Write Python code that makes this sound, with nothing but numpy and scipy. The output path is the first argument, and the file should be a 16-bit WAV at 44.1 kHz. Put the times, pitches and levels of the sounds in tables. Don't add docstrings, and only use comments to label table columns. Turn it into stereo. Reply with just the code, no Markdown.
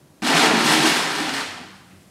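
import sys
import numpy as np
from scipy import signal
from scipy.io import wavfile

SR = 44100
rng = np.random.default_rng(int(sys.argv[2]) if len(sys.argv) > 2 else 0)


def wav_record(signal):
    frames = np.transpose(np.atleast_2d(signal))
    bounded = np.clip(frames, -1, 1)
    quanta = np.round(bounded * 32767).astype(np.int16)
    wavfile.write(sys.argv[1], SR, quanta)


N = 92610
T = np.arange(N) / SR
START_S = 0.2196
BAND_EDGES_HZ = np.append(np.geomspace(25, 4500, 20), [5700, 7200, 8800, 10500, 12200, 14000, 16500])
BAND_CENTRES_HZ = np.sqrt(BAND_EDGES_HZ[1:] * BAND_EDGES_HZ[:-1])
HITS_PER_S = 2200


# (time [s], level [dB], brightness [dB per octave])
TUMBLE = [(.22, -21.5, -1), (.24, -21.5, 0), (.275, -12, -0.4), (.325, -13, -3), (.36, -12, -0.25),
          (.455, -14, -0.7), (.49, -20.5, -5.5), (.57, -16, -1.5), (.645, -18.5, 1), (.675, -11.5, -0.1),
          (.72, -11, 0.1), (.765, -17, -.2), (.83, -16, -0.5), (.875, -12.5, 1.5), (.91, -18, -0.3),
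          (.99, -17, -0.5), (1.06, -25, -1.1), (1.14, -23, 0), (1.2, -23.5, -0.3), (1.275, -23.5, -1.5),
          (1.34, -24, 0), (1.42, -27, -0.8), (1.48, -36.5, -1.5), (1.62, -41, -2.5), (1.85, -69.5, 8.5)]
def beans(showers_db, spots):
    level_db, brightness = curves(TUMBLE)
    per_s = HITS_PER_S / spots * from_db(0.3 * (level_db - level_db.max()))
    strength = from_db(level_db + showers_db - 3) * (T >= START_S)
    hits = clicks(per_s, spread_db=2.5) * strength + clacks()
    return bean_ticks(hits, brightness) / np.sqrt(spots)


# (time [s], level [dB])
CLACKS = [(0.266, 2.5), (0.339, -24), (0.402, -4), (0.6146, -8), (0.66, -11), (0.709, -1), (0.721, -2),
          (.882, -7), (1.1568, -14), (1.202, -4), (1.2922, -3), (1.3377, -2.5), (1.366, -14)]
def clacks():
    bursts = sum(from_db(db - 12) * fade_from(start, decay_s=0.0025) for start, db in CLACKS)
    return clicks(HITS_PER_S, spread_db=0) * bursts


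# (frequency [Hz], level [dB])
BEAN_TONE = [(250, -4.5), (400, -4), (550, -5.5), (800, 3), (1100, -1.5), (1450, 3), (2000, -1),
             (3000, -0.5), (4000, -3), (5100, -6), (6400, -10), (8000, -11.5), (9600, -14.5), (11300, -20),
             (13000, -25.5), (15200, -36)]
def bean_ticks(hits, brightness, pivot_hz=1940, spread_db=3.0):
    when = np.flatnonzero(hits)
    out, power = 0, 0
    for low, high, hz in zip(BAND_EDGES_HZ, BAND_EDGES_HZ[1:], BAND_CENTRES_HZ):
        if hz > BEAN_TONE[0][0]:
            chance = rng.uniform(-1, 1, N)[when]
            colour = np.sign(chance) * unit_level(from_db(spread_db * np.sqrt(12) * abs(chance)))
            tilt = from_db(brightness[when] * np.log2(hz / pivot_hz))
            ticks = np.zeros(N)
            ticks[when] = hits[when] * colour * tilt
            gain = from_db(at_hz(BEAN_TONE, hz))
            out = out + gain * band(ticks, low, high)
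            power += gain ** 2 * (high - low) * 2 / SR
    return out / np.sqrt(power)


# (time [s], level [dB])
ROLLING = [(.218, -22.5), (.25, -21.5), (.33, -30.5), (.38, -21.5), (.5, -21.5), (.6, -22), (.72, -24.5),
           (.87, -21.5), (.93, -30.5), (1.08, -35), (1.22, -31), (1.38, -41), (1.47, -53), (1.63, -44.5),
           (1.75, -63)]
# (pitch [Hz], level [dB], time to fade by 60 dB [s])
JUG_NOTES = [(132.5, -12.5, 0.3), (163.6, -3.5, 0.34), (207.7, -1, 0.15), (247.6, 0.5, 0.3),
             (275, -5.5, 0.58), (309.3, 4, 0.31), (358.6, -1, .2), (400.3, 1.5, 0.14), (431, -20.5, 0.38),
             (604, -19, 0.22), (794.7, -2.5, 0.56), (1309, -19.5, 0.16), (1583, -18.5, 0.062)]
def jug_ring():
    knocks = clicks(per_s=500, spread_db=2.5) * from_db(curves(ROLLING)[0]) * (T >= START_S)
    out = 0
    for hz, db, ring_s in JUG_NOTES:
        kept = from_db(-60 / (ring_s * SR))
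        angle = 2 * np.pi * hz / SR
        gain = np.sin(angle) * np.sqrt(2 * (1 - kept ** 2))
        feedback = [1, -2 * kept * np.cos(angle), kept ** 2]
        pushes = knocks * rng.standard_normal(N) + 1e-18
        out = out + from_db(db) * signal.lfilter([0, gain], feedback, pushes)
    cut_rumble = signal.butter(4, 115, "high", fs=SR, output="sos")
    return signal.sosfilt(cut_rumble, out) / np.sqrt(len(JUG_NOTES))


# (time [s], level [dB], pitch [Hz], time to fade by 60 dB [s])
LOW_TONES = [(0.221, -14, 214, 0.055), (0.24, -18.5, 251, 0.14), (0.291, -13.5, 269, 0.088),
             (0.339, -22, 168, 0.67), (0.44, -19, 213, 0.078), (.436, -12, 442.5, .18),
             (0.497, -10, 327, 0.081), (0.506, -9, 446.6, 0.09), (.533, -9, 228.7, 0.11),
             (0.572, -15, 208, 0.11), (.648, -26, 145.6, 0.14), (.652, -14, 220, 0.1),
             (0.679, -19.5, 160, 0.17), (.718, -14.5, 315, 0.33), (0.787, -21.5, 151.6, 0.18),
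             (.835, -12.5, 317, 0.22), (1.205, -20.5, 309, 0.22), (1.48, -49, 95.1, 0.96),
             (1.598, -37, 260, .15)]
def low_tones(rise_s=0.0056):
    out = 0
    for start, db, hz, ring_s in LOW_TONES:
        age = np.maximum(T - start, 0)
        shape = (1 - np.exp(-age / rise_s)) * fade_from(start, ring_s / np.log(1000))
        out = out + from_db(db) * shape * np.sin(2 * np.pi * hz * age)
    return out


# (time [s], pitch [Hz], level [dB])
RIM_NOTE = [(1.04, 309.9, -45.5), (1.13, 300.7, -34.5), (1.2, 296.2, -40), (1.28, 269.5, -35.5),
            (1.36, 276, -33.5), (1.45, 265, -45), (1.52, 266, -59)]
# (multiple of the pitch [ratio], level [dB])
RIM_TONES = [(.5, -9), (1, 0.5)]
def rim_swing(roughness=0.38, waver_hz=30):
    hz, db = curves(RIM_NOTE)
    phase = 2 * np.pi * np.cumsum(hz) / SR
    smooth = signal.butter(2, waver_hz, fs=SR, output="sos")
    out = 0
    for multiple, tone_db in RIM_TONES:
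        swell, slip = roughness * unit_level(signal.sosfilt(smooth, rng.standard_normal((2, N))))
        out = out + from_db(db + tone_db) * (1 + swell) * np.sin(multiple * phase + slip)
    return out * (T > RIM_NOTE[0][0]) * (T < RIM_NOTE[-1][0])


# (time [s], level [dB], decay time [s], middle frequency [Hz])
SCRAPES = [(1.076, -26.5, 0.066, 1560), (1.715, -46.5, 0.074, 1324), (1.905, -49.5, 0.048, 2120)]
def scrapes(width_ratio=1.35):
    grit = clicks(per_s=2000, spread_db=6.5)
    out = 0
    for start, db, decay_s, hz in SCRAPES:
        scrape = unit_level(band(grit, hz / width_ratio, hz * width_ratio))
        out = out + from_db(db) * fade_from(start, decay_s) * scrape
    return out


# (frequency [Hz], time to fade by 60 dB [s])
ROOM_RING = [(120, 0.66), (400, 0.62), (1300, 1.0), (3500, .9), (8000, 0.79), (15000, .45)]
def room_echo(sound, early_fade_s=0.11, tail_delay_s=0.004):
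    t, tail = T[:SR], 0
    for low, high in zip(BAND_EDGES_HZ[::2], BAND_EDGES_HZ[2::2]):
        fade_rate = np.log(1000) / at_hz(ROOM_RING, np.sqrt(low * high))
        tail = tail + noise(low, high, SR) * np.exp(-fade_rate * t) * np.sqrt(2 * fade_rate / SR)
    early = rng.standard_normal(SR) * from_db(-60 * t / early_fade_s)
    early = unit_level(early) / np.sqrt(SR)
    echoes = from_db(-6) * early + from_db(-3.5) * tail * (t > tail_delay_s)
    return signal.fftconvolve(sound, echoes)[:N]


# (frequency [Hz], level [dB])
HUSH = [(18, -54), (30, -22), (137, -2.5), (270, -8), (299, -3.5), (443, -17), (673, -11), (787, -20),
        (852, -16.5), (2240, -28), (15500, -45)]
# (pitch [Hz], level [dB], width [Hz])
HUM_NOTES = [(92, -4.5, 13), (190, -1, 13.6), (269, -13, 27)]
# (time [s], level [dB])
HUM_SWELL = [(0, -71), (1.4, -58.5), (1.78, -50.5), (2.1, -56.5)]
def background():
    bands = np.array([noise(low, high) for low, high in zip(BAND_EDGES_HZ, BAND_EDGES_HZ[1:])])
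    hush = from_db(-53.5) * unit_level(from_db(at_hz(HUSH, BAND_CENTRES_HZ)) @ bands)
    hum = 0
    for hz, db, width in HUM_NOTES:
        hum = hum + from_db(db) * unit_level(noise(hz - width / 2, hz + width / 2))
    hiss = from_db(-63.5) * unit_level(noise(2200, 12000))
    return hush + hum * from_db(curves(HUM_SWELL)[0]) + hiss


def clicks(per_s, spread_db):
    sizes = unit_level(from_db(spread_db * np.minimum(rng.exponential(1, N), 4)))
    return (rng.random(N) < per_s / SR) * sizes * np.sqrt(SR / per_s)


def noise(low, high, samples=N):
    return band(rng.standard_normal(samples), low, high)


def band(sound, low, high):
    return signal.sosfilt(signal.butter(2, [low, high], "band", fs=SR, output="sos"), sound + 1e-18)


def fade_from(start, decay_s):
    return (T >= start) * np.exp(-abs(T - start) / decay_s)


def curves(table):
    times, *columns = np.transpose(table)
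    return [np.interp(T, times, column) for column in columns]


def at_hz(table, hz):
    frequencies, values = np.transpose(table)
    return np.interp(np.log(hz), np.log(frequencies), values)


def from_db(db):
    return 10 ** (np.asarray(db) / 20)


def unit_level(sound):
    return sound / np.sqrt(np.mean(sound ** 2) + 1e-20)


def scene(spots=4, showers_per_s=45):
    showers_db = 1.21 * np.interp(T * showers_per_s, np.arange(N), rng.standard_normal(N))
    rattles = [beans(showers_db, spots) for _ in range(spots)] + [scrapes()]
    boom = jug_ring() + low_tones() + rim_swing()
    rattle = sum(from_db(-5.5) * sound + room_echo(sound) for sound in rattles)
    mono = rattle + boom + from_db(-8.5) * room_echo(boom) + background()
    return np.array([mono, mono])


def record(dry, cutoff_hz=15700):
    return signal.sosfilt(signal.ellip(10, .1, 80, cutoff_hz, fs=SR, output="sos"), dry)


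dry = scene()
out = record(dry)
wav_record(out)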